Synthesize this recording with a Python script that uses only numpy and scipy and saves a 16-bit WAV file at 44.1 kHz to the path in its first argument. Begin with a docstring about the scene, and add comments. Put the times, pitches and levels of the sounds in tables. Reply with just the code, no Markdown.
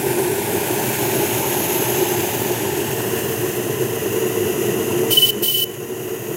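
"""Gas-fired steam boiler with whistle.

A gas burner roars in a small workshop boiler: the firebox drones, the flue hums, the gas jet hisses.
A hand-held mono microphone moves from the fire door to the top, where a steam whistle is opened twice:
mostly hiss, its note catching only in spurts. Gain control ducks the burner and slowly lets it back."""
import sys
import numpy as np
from scipy import signal
from scipy.fft import rfft, irfft, next_fast_len
from scipy.io import wavfile
from scipy.ndimage import uniform_filter1d, map_coordinates

SR = 44100
rng = np.random.default_rng(int(sys.argv[2]) if len(sys.argv) > 2 else 0)


def wav_record(signal):
    """Record a signal, one row per channel, as 16-bit PCM in the file named by sys.argv[1]."""
    frames = np.transpose(np.atleast_2d(signal))
    bounded = np.clip(frames, -1, 1)
    # unit amplitude maps onto the largest positive 16-bit level
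    quanta = np.round(bounded * 32767).astype(np.int16)
    wavfile.write(sys.argv[1], SR, quanta)


N = 280476

# Firebox (at the door, from above) and flue resonances. Each row: centre in Hz, width in Hz, gain in dB.
FIREBOX_DOOR_MODES = [(208, 74, -11.5), (306, 39, -8), (357.3, 45, 1), (400, 52, -0.5), (440, 34, -11)]
FIREBOX_ABOVE_MODES = [(212, 54, -12), (327, 54, -10), (366.7, 47, 0), (430, 53, -5), (451.3, 17.2, -1.5)]
FLUE_MODES = [(109, 38, 1.5), (127.8, 36, 6.5)]
# Firebox drone. Each row: time in seconds, level in dB.
DRONE_LEVELS = [(0, -20.5), (.6, -23.5), (1.5, -24), (2.7, -24), (3.9, -23.5), (4.3, -20.5), (5.05, -20),
                (5.3, -22), (6.36, -22.5)]
# Brief random swells and a dip in the drone's loudness. Each row: middle in seconds, gain in dB.
DRONE_SWINGS = [(.08, -1.5), (1.2, 3), (1.62, 4), (2.02, 3.5), (5.4, 7)]
# Turbulent flame, from the same two sides. Each row: frequency in Hz, relative density in dB.
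FLAME_DOOR_SPECTRUM = [(20, -43), (55, -21), (100, -4.5), (250, 0), (490, -3.5), (560, 1), (700, -1),
                       (880, 4), (990, -3.5), (1130, -12.5), (1500, -22), (3000, -55)]
FLAME_ABOVE_SPECTRUM = [(20, -39), (55, -38), (100, -5), (260, 3), (490, -3.5), (560, 0.5), (720, -0.5),
                        (860, -6), (1020, -2.5), (1200, -14), (1500, -11), (3000, -57)]
# Gas jet from four places, then its two beamed bands. Each row: frequency in Hz, relative density in dB.
JET_FRONT_SPECTRUM = [(700, -25), (1260, -22), (1420, 2.5), (1620, 4.5), (2030, -1), (2500, 3.5),
                      (3000, -3.5), (3500, -4), (4000, -8), (5600, -7), (6800, -3.5), (8300, -3.5),
                      (10300, -1.5), (11500, -13)]
JET_CLOSE_SPECTRUM = [(700, -26), (1280, -6.5), (1550, -1), (2100, -1.5), (2850, 1), (3500, -4.5),
                      (4400, -9.5), (5700, -8), (6450, 1.5), (7400, -4.5), (9100, -12), (10300, -5),
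                      (11500, -18)]
JET_SIDE_SPECTRUM = [(700, -27), (1250, -11), (1800, 5), (2330, -10), (2750, 5), (3300, -6.5),
                     (4300, -12.5), (5400, -9), (6500, -4), (8500, -6.5), (10300, -7), (11500, -52)]
JET_ABOVE_SPECTRUM = [(700, -19), (1250, -6), (1620, -6), (1970, 2.5), (2120, -6.5), (2330, -7.5),
                      (2780, 3.5), (3350, -10), (4200, -17), (5500, -11.5), (6550, -1.5), (8100, -11.5),
                      (10300, -7), (11500, -28)]
SQUEAL_SPECTRUM = [(9500, -33), (10500, -6), (11900, -3), (12900, -4), (13800, -20)]
FIZZ_SPECTRUM = [(12200, -18), (13200, -3), (14500, 3.5), (15700, -3.5)]
# The jet's topmost fizz. Each row: time in seconds, level in dB.
FIZZ_LEVELS = [(0, -33), (.2, -36.5), (.6, -31), (1.1, -29), (1.95, -34), (2.42, -28), (2.6, -37),
               (3.25, -31), (3.8, -36), (4.1, -33), (4.95, -38), (5.95, -35.5), (6.36, -33)]
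# Valve openings. Each row: open and shut times in seconds, hiss and sizzle levels in dB.
VALVE_OPENINGS = [(5.109, 5.308, -19.5, -13), (5.428, 5.644, -18.5, -9.5)]
# Steam at the whistle's lip, sizzle of its slit. Each row: frequency in Hz, relative density in dB.
STEAM_SPECTRUM = [(500, -27), (1700, -20), (2700, 0.5), (3600, -1), (5500, 1.5), (7000, -0.5), (8900, 3.5),
                  (9450, 9), (10000, 1), (12000, -2), (15700, -5.5)]
SIZZLE_SPECTRUM = [(5000, -40), (10500, -18), (12200, -6.5), (13200, -2.5), (14400, 0), (15700, -2)]
# Moments when the note catches. Each row: middle in seconds, length in seconds, gain in dB.
NOTE_SPURTS = [(5.133, 0.012, -9), (5.181, .017, 0.5), (5.205, 0.011, -7), (5.238, 0.035, -2),
               (5.297, 0.008, -3.5), (5.486, 0.0092, -3), (5.506, 0.018, -8.5), (5.554, 0.019, -2.5),
               (5.591, 0.03, -9.5), (5.628, 0.022, -6.5)]
# Microphone path. 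Each row: time in seconds, place (0 front, 1 close, 2 side, 3 above),
# distance from the nozzle in metres.
MIC_PATH = [(0, -1, 0.38), (.3, 0, 0.37), (1.0, 0.44, .3), (1.7, 1, .305), (2.1, 1.14, 0.32),
            (2.7, 1.55, 0.41), (3.4, 2.5, 0.44), (3.9, 2.5, 0.54), (4.3, 3, 0.46), (6.36, 3, 0.53)]
# Metal surfaces mirroring the jet. Each row: extra path in front and above in metres, gain in dB.
REFLECTORS = [(.20, .36, -10), (.80, .50, -14), (1.45, 1.75, -15)]

PIPE_HZ, WAVER_HZ = 3004, 10.1  # the whistle's quarter-wave resonance, its unsteadiness
NEAR_M, JET_NEAR_DB, FLAME_NEAR_DB = .3, -26.5, -26
FALL_DB_PER_DOUBLING = 6.5
MIRROR_HZ = 6140  # longer waves bend around the fittings
BAND_LIMIT_HZ = 15800


def burner():
    """The flickering flame drives the firebox while the flue hums steadily; the roar changes colour as the
    microphone rises."""
    place, doublings = mic_position()
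    height = place - 1.2  # past the close spot the fire door drops out of view
    drone_db = curves(DRONE_LEVELS)[0] + sum(db * swell(s, half_s=.04) for s, db in DRONE_SWINGS)
    flame_db = FLAME_NEAR_DB - FALL_DB_PER_DOUBLING * doublings
    flicker_db = wobble(rate_hz=30)  # uneven combustion
    firebox = crossfade(height, [resonating(FIREBOX_DOOR_MODES), resonating(FIREBOX_ABOVE_MODES)])
    drone = amp(drone_db) * unit(amp(flicker_db) * firebox)
    hum = amp(-32) * resonating(FLUE_MODES)
    turbulence = crossfade(height, [rush(FLAME_DOOR_SPECTRUM), rush(FLAME_ABOVE_SPECTRUM)])
    flutter = amp(0.88 * flicker_db + 1.66 * wobble(rate_hz=130))
    flame = amp(flame_db) * unit(flutter * turbulence)
    return drone + hum + flame


def gas_jet():
    """Nozzle hiss fades with distance; the microphone crosses narrow beams of its shortest waves."""
    place, doublings = mic_position()
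    jet_db = JET_NEAR_DB - FALL_DB_PER_DOUBLING * doublings
    beam_db = 4.6 * swell(middle_s=1.72, half_s=0.4)
    squeal_db = jet_db - 3.8 + beam_db
    fizz_db, = curves(FIZZ_LEVELS)
    spectra = (JET_FRONT_SPECTRUM, JET_CLOSE_SPECTRUM, JET_SIDE_SPECTRUM, JET_ABOVE_SPECTRUM)
    body = amp(jet_db) * crossfade(place, [rush(spectrum) for spectrum in spectra])
    hiss = body + amp(squeal_db) * rush(SQUEAL_SPECTRUM) + amp(fizz_db) * rush(FIZZ_SPECTRUM)
    flutter = amp(0.37 * wobble(rate_hz=24) + 0.64 * wobble(rate_hz=140))
    return metal_reflections(hiss * flutter, place / place.max(), sway_m=.014)


def steam():
    """The valve spits on opening; wet steam sputters across the whistle's pipe until it snaps shut."""
    out = np.zeros(N)
    for open_s, shut_s, hiss_db, sizzle_db in VALVE_OPENINGS:
        spit_db = 1.5 * np.exp(-np.abs(clock() - open_s) / .015)  # water collected behind the valve
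        sputter_db = 0.7 * wobble(rate_hz=150)
        flow = gate(open_s, shut_s, rise_s=0.0062, fall_s=.002) * amp(spit_db + sputter_db)
        pipe = amp(hiss_db - 2.5) * resonating([(PIPE_HZ, 140, 0)])
        hiss = amp(hiss_db) * rush(STEAM_SPECTRUM)
        sizzle = amp(sizzle_db) * rush(SIZZLE_SPECTRUM)
        out += flow * (hiss + sizzle + pipe)
    return out


def whistle():
    """The pipe's note locks in for moments, slightly unsteady, and breaks up again."""
    pitch_hz = PIPE_HZ + WAVER_HZ * wobble(rate_hz=180)
    phase = 2 * np.pi * np.cumsum(pitch_hz) / SR
    caught = sum(amp(db) * gate(s - length_s / 2, s + length_s / 2, rise_s=0.0039, fall_s=0.0048)
                 for s, length_s, db in NOTE_SPURTS)
    return caught * amp(0.64 * wobble(rate_hz=200)) * np.sin(phase)


def metal_reflections(x, travel, sway_m):
    """Small metal parts mirror and comb the treble; the notches sweep as the hand travels and sways."""
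    treble = filtered(x, lambda hz: hz ** 2 / (hz ** 2 + MIRROR_HZ ** 2))
    out = x.copy()
    for front_m, above_m, db in REFLECTORS:
        path_m = front_m + (above_m - front_m) * travel + sway_m * wobble(rate_hz=2.02)
        delay_samples = path_m / 343 * SR
        out += amp(db) * map_coordinates(treble, [np.arange(N) - delay_samples], order=5)
    return unit(out) * x.std()


def workshop(x, t60_s, wet_db):
    """Add the short diffuse tail of a cluttered room."""
    t = np.arange(SR // 2) / SR
    tail = rng.standard_normal(len(t)) * amp(-60 * t / t60_s) * (t > .008)
    return x + amp(wet_db) * signal.fftconvolve(x, tail / np.linalg.norm(tail))[:N]


def gain_control(x, limit_db, attack_s, release_db_per_s, sense_hz):
    """Loud treble pulls the gain down quickly; it recovers at a steady rate."""
    treble = filtered(x, lambda hz: hz > sense_hz)
    level_db = 10 * np.log10(np.abs(uniform_filter1d(treble ** 2, size=400)) + 1e-12)
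    excess_db = np.maximum(level_db - limit_db, 0)
    recovery_db = release_db_per_s * clock()
    cut_db = np.maximum.accumulate(excess_db + recovery_db) - recovery_db
    pole = np.exp(-1 / (attack_s * SR))
    return x * amp(-signal.lfilter([1 - pole], [1, -pole], cut_db))


def mic_position():
    """The microphone's place, and its distance in doublings of NEAR_M."""
    place, distance_m = curves(MIC_PATH)
    return place, np.log2(distance_m / NEAR_M)


def resonating(modes):
    """Turbulence ringing in steep-sided resonances, rms 1."""
    def response(hz):
        power = 0
        for centre_hz, width_hz, db in modes:
            bandpass = hz * width_hz / (centre_hz ** 2 - hz ** 2 + 1j * hz * width_hz)
            power += (amp(db) * np.abs(bandpass) ** 2) ** 2
        return np.sqrt(power)
    return unit(filtered(rng.standard_normal(N), response))


def rush(spectrum):
    """Noise with the given spectrum, rms 1."""
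    knots_hz, db = np.transpose(spectrum)
    response = lambda hz: amp(np.interp(np.log(hz + 1), np.log(knots_hz), db))
    return unit(filtered(rng.standard_normal(N), response))


def crossfade(position, sounds):
    """Equal-power fade along a row of unrelated sounds; position 0 is the first."""
    position = np.clip(position, 0, len(sounds) - 1)
    return sum(np.sqrt(np.clip(1 - np.abs(position - k), 0, 1)) * x for k, x in enumerate(sounds))


def filtered(x, response):
    """Apply a frequency response."""
    size = next_fast_len(N + SR // 2)
    return irfft(rfft(x, size) * response(np.fft.rfftfreq(size, 1 / SR)), size)[:N]


def gate(start_s, stop_s, rise_s, fall_s):
    """A soft-edged window between two times."""
    return (1 + np.tanh((clock() - start_s) / rise_s)) * (1 + np.tanh((stop_s - clock()) / fall_s)) / 4


def swell(middle_s, half_s):
    """A bell-shaped rise to 1 and back."""
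    return np.exp(-((clock() - middle_s) / half_s) ** 2)


def wobble(rate_hz):
    """A smooth random curve, rate_hz knots a second."""
    return map_coordinates(rng.standard_normal(int(N * rate_hz / SR) + 4), [clock() * rate_hz])


def curves(rows):
    """One value per sample for each column after the time."""
    times_s, *columns = np.transpose(rows)
    return [np.interp(clock(), times_s, column) for column in columns]


def clock():
    """Sample times in seconds."""
    return np.arange(N) / SR


def amp(db):
    """Decibels to gain."""
    return 10 ** (np.asarray(db) / 20)


def unit(x):
    """Scale to rms 1."""
    return x / np.sqrt(np.mean(x ** 2) + 1e-20)


def scene():
    """Burner, gas jet, steam and whistle at one microphone, the same in both channels."""
    blast = workshop(steam(), t60_s=.3, wet_db=-22)
    note = workshop(whistle(), t60_s=.55, wet_db=-18)
    mono = burner() + gas_jet() + blast + note
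    return np.array([mono, mono])


def record(dry):
    """Gain control, then a hard band limit."""
    held = gain_control(dry[0], limit_db=-16.5, attack_s=0.018, release_db_per_s=6.5, sense_hz=4000)
    mono = filtered(held, lambda hz: hz < BAND_LIMIT_HZ)
    return np.array([mono, mono])


dry = scene()
out = record(dry)
wav_record(out)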